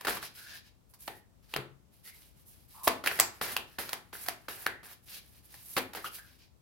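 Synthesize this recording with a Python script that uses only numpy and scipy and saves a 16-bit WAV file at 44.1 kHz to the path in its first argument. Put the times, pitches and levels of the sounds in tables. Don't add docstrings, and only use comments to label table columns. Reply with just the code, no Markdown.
import sys
import numpy as np
from scipy import signal
from scipy.fft import rfft, irfft, next_fast_len
from scipy.io import wavfile
from scipy.ndimage import uniform_filter1d

SR = 44100
rng = np.random.default_rng(int(sys.argv[2]) if len(sys.argv) > 2 else 0)


def store_pcm(level_fs):
    pcm = np.round(np.clip(level_fs, -1, 1) * 32767).astype(np.int16)
    wavfile.write(sys.argv[1], SR, np.atleast_2d(pcm).T)


N = 291501
TIME = np.arange(N) / SR

# (landing [s], letting go [s], landing level [dB], edge drag level [dB], face drag level [dB])
OVERHAND_PASSES = [(0.083, 0.175, -26.5, -40.5, -48.5), (3.04, 3.217, -35, -44.5, -45.5),
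                   (3.414, 3.541, -29, -41, -43.5), (3.787, 3.94, -31, -48, -51.5),
                   (4.13, 4.278, -42, -51.5, -48.5), (4.485, 4.648, -35.5, -51, -50.5),
                   (4.832, 4.936, -50.5, -53.5, -55.5), (5.95, 6.049, -36.5, -59, -59)]


def undb(db):
    return 10 ** (np.asarray(db) / 20)


def at(points, hz):
    frequency, value = np.transpose(points)
    return np.interp(np.log(np.maximum(hz, 1)), np.log(frequency), value)


def colour(x, points):
    size = next_fast_len(x.shape[-1] + 4096)
    size += size % 2
    gain = undb(at(points, np.arange(size // 2 + 1) * SR / size))
    cepstrum = irfft(np.log(gain / np.sqrt(np.mean(gain ** 2))))
    cepstrum[1:size // 2] *= 2
    cepstrum[size // 2 + 1:] = 0
    response = np.exp(rfft(cepstrum))
    return irfft(rfft(x, size) * response, size)[..., :x.shape[-1]]


def pair(size, side_db):
    mid, side = rng.standard_normal((2, size))
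    side = side * undb(side_db)
    return np.array([mid + side, mid - side]) / np.sqrt(1 + undb(side_db) ** 2)


def walk(rate):
    knots = rng.standard_normal(N // 10)
    return np.interp(TIME * rate, np.arange(len(knots)), knots)


def burst(x, db):
    return x * undb(db) / np.sqrt(np.sum(x ** 2) / (len(x) * .005 * SR))


def add(out, s, x):
    i = max(int(s * SR), 0)
    out[:, i:i + x.shape[-1]] += x[:, :N - i]


def room_tone(level_db=-64, sway_db=1):
    # (frequency [Hz], level per Hz [dB])
    air_colour = [(25, -17), (53, 4.5), (130, 1), (250, -5.5), (450, -12.5), (1000, -17.5), (1600, -24.5),
                  (16000, -31)]
    return colour(pair(N, side_db=0), air_colour) * undb(level_db + sway_db * walk(3.4))


def room(x, wet_db=-6, early_db=-10, gap_s=0.0037, early_s=0.0026, table_s=0.0059):
    # (frequency [Hz], time [s])
    room_t60 = [(150, .45), (500, .35), (1500, .33), (4000, .28), (10000, .25), (16000, .21)]
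    # (frequency [Hz], level [dB])
    room_colour = [(100, 6.5), (400, 6), (1500, 3), (4000, 6), (9000, 1), (16000, -1)]
    # (frequency [Hz], level [dB])
    room_width = [(150, -5.5), (400, -8), (1200, -1), (4000, 0), (12000, 1.5)]
    t = np.arange(SR // 2) / SR
    hz = np.arange(len(t) // 2 + 1) * SR / len(t)
    mid, side = rfft(rng.standard_normal((2, len(t))))
    width = undb(at(room_width, hz))
    noise = (mid + np.outer([1, -1], width * side)) / np.hypot(1, width)
    noise = noise * undb(at(room_colour, hz))

    tail = 0
    centres = 125 * 2. ** np.arange(8)
    for centre, share in zip(centres, np.eye(len(centres))):
        band = irfft(noise * at(np.c_[centres, share], hz), len(t))
        tail = tail + band * np.exp(-np.log(1000) * t / at(room_t60, centre))
    tail *= t > gap_s
    tail *= np.sqrt(2 * np.log(1000) / (at(room_t60, 1000) * SR))

    early = pair(len(t), side_db=-11.5) * np.exp(-t / early_s) * (t > table_s)
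    early /= np.sqrt(np.sum(early ** 2) / 2)
    response = undb(wet_db) * tail + undb(early_db) * early
    return signal.fftconvolve(x, response, axes=1)[:, :N]


def table(rise_s=0.0033):
    # (time [s], level [dB])
    touches = [(1.566, -32), (1.5868, -28.5)]
    # (frequency [Hz], level [dB], time to fade by 60 dB [s])
    table_modes = [(133.6, -7, 0.19), (186, -14, 0.074), (346, -10, 0.13), (416, -10.5, 0.1)]
    out, t = np.zeros((2, N)), np.arange(SR // 2) / SR
    ring = 0
    for hz, db, t60 in table_modes:
        ring = ring + undb(db) * np.sin(2 * np.pi * hz * t) * np.exp(-np.log(1000) * t / t60)
    soft_ring = ring * (1 - np.exp(-t / rise_s))
    for s, db in touches:
        add(out, s, undb(db) * soft_ring[None])
    return out


def chafes(width_hz=260, side_db=-7, catch_db=2.0, taper=.3):
    # (start [s], end [s], start pitch [Hz], end pitch [Hz], level midway [dB],
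    # swell from start to end [dB])
    card_chafes = [(0.34, 0.589, 1442, 1782, -58, 11), (1.073, 1.268, 1817, 1820, -66, -33),
                   (2.05, 2.162, 1964, 2193, -61, -10), (2.731, 2.883, 1077, 980, -54, 12),
                   (3.077, 3.12, 2240, 1830, -47, 16), (4.655, 4.827, 1970, 1888, -59, -9.5),
                   (6.038, 6.073, 1210, 1530, -44, -2), (6.059, 6.07, 3040, 2920, -45, 7),
                   (6.173, 6.328, 1602, 1570, -64, -20)]
    out = np.zeros((2, N))
    lowpass = signal.butter(2, width_hz / 2, fs=SR, output="sos")
    for start, end, hz0, hz1, db, swell_db in card_chafes:
        size = max(int((end - start) * SR), 64)
        slips = signal.sosfilt(lowpass, pair(size, side_db) + 1j * pair(size, side_db))
        phase = 2 * np.pi * np.cumsum(np.linspace(hz0, hz1, size)) / SR
        song = np.real(slips * np.exp(1j * phase))
        level = undb(db + swell_db * np.linspace(-.5, .5, size))
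        add(out, start, level * song / np.std(song) * signal.windows.tukey(size, taper))
    return out * undb(catch_db * walk(150))


def friction(points, side_db, grain_db, catch_db, tick_rate=70, tick_db=-11):
    size = undb(grain_db * walk(2500) + catch_db * walk(130))
    slips = pair(N, side_db) * size / np.sqrt(np.mean(size ** 2))
    ticks = (rng.random(N) < tick_rate / SR) * rng.uniform(-1, 1, N)
    return colour(slips + undb(tick_db) * ticks / np.std(ticks), points)


def slide_drive(body_db=-8, swell_power=.9):
    # (start [s], rise [s], fall [s], face hiss level [dB], edge rasp level [dB])
    slow_slides = [(0.208, 0.03, 0.05, -46, -46), (0.335, 0.048, 0.075, -51.5, -53.5),
                   (0.42, .13, 0.049, -54.5, -49.5), (0.63, 0.047, 0.021, -68, -61.5),
                   (0.89, 0.014, 0.027, -63.5, -87), (0.985, 0.029, 0.12, -51, -65),
                   (1.1, 0.056, 0.046, -62, -67), (1.42, 0.023, 0.046, -70, -68.5),
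                   (1.48, .055, .025, -57, -58), (1.912, 0.024, 0.13, -66.5, -72),
                   (2.031, 0.052, 0.03, -51, -55), (2.13, 0.017, 0.19, -59, -63.5),
                   (2.33, 0.071, 0.055, -67.5, -71.5), (2.45, 0.032, 0.054, -54.5, -78),
                   (2.5, 0.028, 0.18, -65, -70.5), (2.678, 0.083, 0.1, -56, -62.5),
                   (2.83, 0.021, 0.029, -35, -58), (3.66, 0.02, 0.023, -70, -65),
                   (5.02, 0.02, .04, -64.5, -77), (5.055, 0.099, 0.049, -49, -48.5),
                   (5.2, 0.076, 0.073, -63.5, -69), (5.32, 0.041, 0.062, -62.5, -64.5),
                   (5.42, 0.031, 0.15, -63, -68.5), (5.49, 0.091, .06, -56.5, -61.5),
                   (5.6, 0.14, 0.12, -48, -62), (6.04, 0.024, 0.028, -47, -47.5),
                   (6.11, 0.034, 0.061, -45, -53.5), (6.199, 0.074, 0.12, -65, -63),
                   (6.38, 0.018, 0.09, -70, -63)]
    drive = np.zeros((3, N))
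    for start, rise, fall, hiss_db, edge_db in slow_slides:
        speed = np.sin(np.pi / 2 * np.interp(TIME - start, [0, rise, rise + fall], [0, 1, 0]))
        levels = undb([hiss_db, edge_db, edge_db + body_db])
        drive += np.outer(levels, speed ** swell_power)
    return drive


def pass_drive(rise_s=0.0063, release_s=0.0098):
    lift_lead_s, lift_spread_s, lift_db = .055, 0.048, -29.5
    skid_db, skid_s = -1.5, 0.031
    drag_growth_db = 2
    face_trim_db, edge_trim_db, body_trim_db = -3, -6, -3
    drive = np.zeros((3, N))
    for lands, lets_go, landing_db, edge_db, face_db in OVERHAND_PASSES:
        age = np.maximum(TIME - lands, 0)
        release = np.exp(-np.maximum(TIME - lets_go, 0) / release_s)
        contact = (1 - np.exp(-age / rise_s)) * release
        progress = np.minimum(age / (lets_go - lands), 1)
        lift_shape = np.exp(-((TIME - lands + lift_lead_s) / lift_spread_s) ** 2)
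        lift = undb(landing_db + lift_db) * lift_shape
        skid = undb(landing_db + skid_db) * np.exp(-age / skid_s)
        face_drag = undb(face_db + drag_growth_db * (progress + 1.5))
        faces = lift + contact * np.hypot(skid, face_drag)
        edges = lift + contact * np.hypot(skid, undb(edge_db))
        drive += [faces * undb(face_trim_db), edges * undb(edge_trim_db), edges * undb(body_trim_db)]
    return drive


def slides(hiss_db=-0.5, rasp_db=-3.5, body_db=-3):
    # (frequency [Hz], level [dB])
    hiss_colour = [(2500, -19.5), (5500, -14), (8000, -11), (10000, -3.5), (12000, -1), (14000, -4),
                   (16000, -9.5)]
    rasp_colour = [(1200, -23), (2400, -6.5), (3500, -8), (5000, -6), (6500, -13), (10000, -27.5)]
    body_colour = [(80, -14), (200, -6.5), (350, -10), (700, -3), (1200, -3.5), (1700, 2.5), (2200, -3),
                   (3000, -11.5), (6000, -21)]
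    drive = pass_drive() + slide_drive()
    hiss = friction(hiss_colour, side_db=0.5, grain_db=1.5, catch_db=2.5) * undb(hiss_db)
    rasp = friction(rasp_colour, side_db=-3.0, grain_db=4, catch_db=2) * undb(rasp_db)
    body = friction(body_colour, side_db=-5.0, grain_db=4, catch_db=2.5) * undb(body_db)
    return drive[0] * hiss + drive[1] * rasp + drive[2] * body


def clatter(t, length_ms, side_db, first, lead_s):
    length_ms = max(length_ms, .2)
    shape = np.exp(-np.maximum(t * 1000 / length_ms, -t / lead_s))
    force = pair(len(t), side_db) * shape / np.sqrt(np.sum(shape ** 2))
    force[:, np.searchsorted(t, 0)] += first / np.sqrt(length_ms)
    lines = rfft(force)
    broad_power = uniform_filter1d(np.mean(np.abs(lines) ** 2, axis=0), size=48)
    return irfft(lines / np.sqrt(broad_power), len(t))


def blows():
    # (time [s], clap level [dB], hardness [dB], cavity pitch [Hz], cavity level [dB], clatter length [ms])
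    card_slaps = [(0.011, -42, 2, 1060, -59, 2.4), (0.0498, -32.5, 0.5, 1700, -34, 7.7),
                  (0.0704, -26.5, -0.5, 1380, -27.5, 12), (0.171, -38, 0, 1210, -40.5, 4.2),
                  (0.228, -39, 3, 1520, -40, 10), (0.938, -58, 12, 1070, -65, 13),
                  (1.0791, -33.5, -2, 824, -34.5, 2.7), (1.5395, -33.5, -0.5, 2760, -33, 1.6),
                  (1.564, -26.5, -2, 1320, -37, 1.3), (2.874, -25, -10, 655, -17.5, 4.7),
                  (2.878, -18.5, 3, 1084, -21.5, 2.14), (3.062, -27.5, 1.5, 1900, -35, 3.3),
                  (3.0722, -29.5, 6.5, 1650, -23, 5.1), (3.075, -30, 3.5, 2500, -22.5, 3),
                  (3.114, -34, -2.5, 1440, -32.5, 6.2), (3.1911, -27.5, 1, 1900, -31.5, 4.8),
                  (3.2, -17.5, 7.5, 7820, -16.5, .9), (3.5666, -26.5, 3, 2590, -27, 1.8),
                  (3.8925, -38, 4, 4000, -40.5, 3.5), (3.9318, -29.5, 4.5, 3000, -44, 1.6),
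                  (4.153, -52, -0.5, 1520, -42.5, 3), (4.263, -44, 7.5, 1500, -50, 6.3),
                  (4.2864, -27, 4.5, 715, -31.5, 0.7), (4.6657, -26.5, 0.5, 1582, -22.5, 0.7),
                  (5.542, -51, 7.5, 1800, -56, 4.7), (5.767, -23.5, -2, 2040, -34.5, 8),
                  (5.7779, -23.5, 1, 262, -35.5, 10), (5.935, -42, 3.5, 1200, -55, 4),
                  (5.972, -39, -4, 790, -43, 11), (6.044, -38, 1.5, 1190, -38, 54),
                  (6.186, -51.5, 4.5, 1600, -50, 3)]
    hardness_db, cavity_hz, cavity_db, length_ms = -2.5, 1330, -8, 4.5
    pats = [(lands, db, hardness_db, cavity_hz, db + cavity_db, length_ms)
            for lands, _, db, _, _ in OVERHAND_PASSES]
    return card_slaps + pats


def slaps(ring_cycles=0.96, clap_db=-2, cavity_db=-2, cavity_room_db=-3,
          thud_stretch=1.4, snap_stretch=1.0, lead_s=0.0017):
    # (frequency [Hz], level [dB])
    clap_colour = [(150, -27), (450, -13), (750, 6), (1100, 4), (2000, 3), (2800, -2), (4500, -3.5),
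                   (8000, -30)]
    thud_colour = [(40, -21.5), (110, -6.5), (190, -11), (300, -1.5), (560, 2.5), (900, -14), (2000, -34.5)]
    snap_colour = [(1200, -34), (3000, -9), (4800, 3), (6500, -3), (8500, -3.5), (11500, 3.5),
                   (14000, -0.5), (16000, 0.5)]
    thud_db, snap_db = -9.5, -4.5
    near, spread = np.zeros((2, N)), np.zeros((1, N))
    t = np.arange(-128, 1920) / SR
    after, impulse = np.maximum(t, 0), (t == 0)[None] * 1.
    for s, clap, hardness, hz, cavity, length in blows():
        clap_force = clatter(t, length, side_db=-7, first=0.41, lead_s=lead_s)
        thud_force = clatter(t, length * thud_stretch, side_db=-14, first=0.42, lead_s=lead_s)
        snap_force = clatter(t, length * snap_stretch, side_db=0.5, first=0, lead_s=lead_s / 2)
        parts = [(clap_colour, clap + clap_db, clap_force),
                 (thud_colour, clap + thud_db - hardness, thud_force),
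                 (snap_colour, clap + snap_db + hardness, snap_force)]
        for points, db, force in parts:
            add(near, s + t[0], burst(colour(force, points), db))
            add(spread, s + t[0], burst(colour(impulse, points), db))
        swell = after * np.exp(-after * hz / ring_cycles)
        ring = np.gradient(np.sin(2 * np.pi * hz * after) * swell)
        add(near, s + t[0], burst(ring[None], cavity + cavity_db))
        add(spread, s + t[0], burst(ring[None], cavity + cavity_db + cavity_room_db))
    return near, spread


def scene(table_room_db=-8):
    near, spread = slaps()
    rubbing = slides() + chafes()
    thump = table()
    reverberation = room(spread + rubbing + undb(table_room_db) * thump)
    return near + rubbing + thump + reverberation + room_tone()


def record(dry, top_hz=16000):
    # (frequency [Hz], left minus right level [dB])
    balance = [(60, 10.5), (300, 3), (1200, -0.5), (4500, 1.5), (9000, -2.5)]
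    lean = at(balance, np.arange(N // 2 + 1) * SR / N) / 2
    heard = irfft(rfft(dry) * undb([lean, -lean]), N)
    lowpass = signal.ellip(10, .2, 70, top_hz, fs=SR, output="sos")
    return signal.sosfilt(lowpass, np.clip(heard, -1, 1))


dry = scene()
out = record(dry)
store_pcm(out)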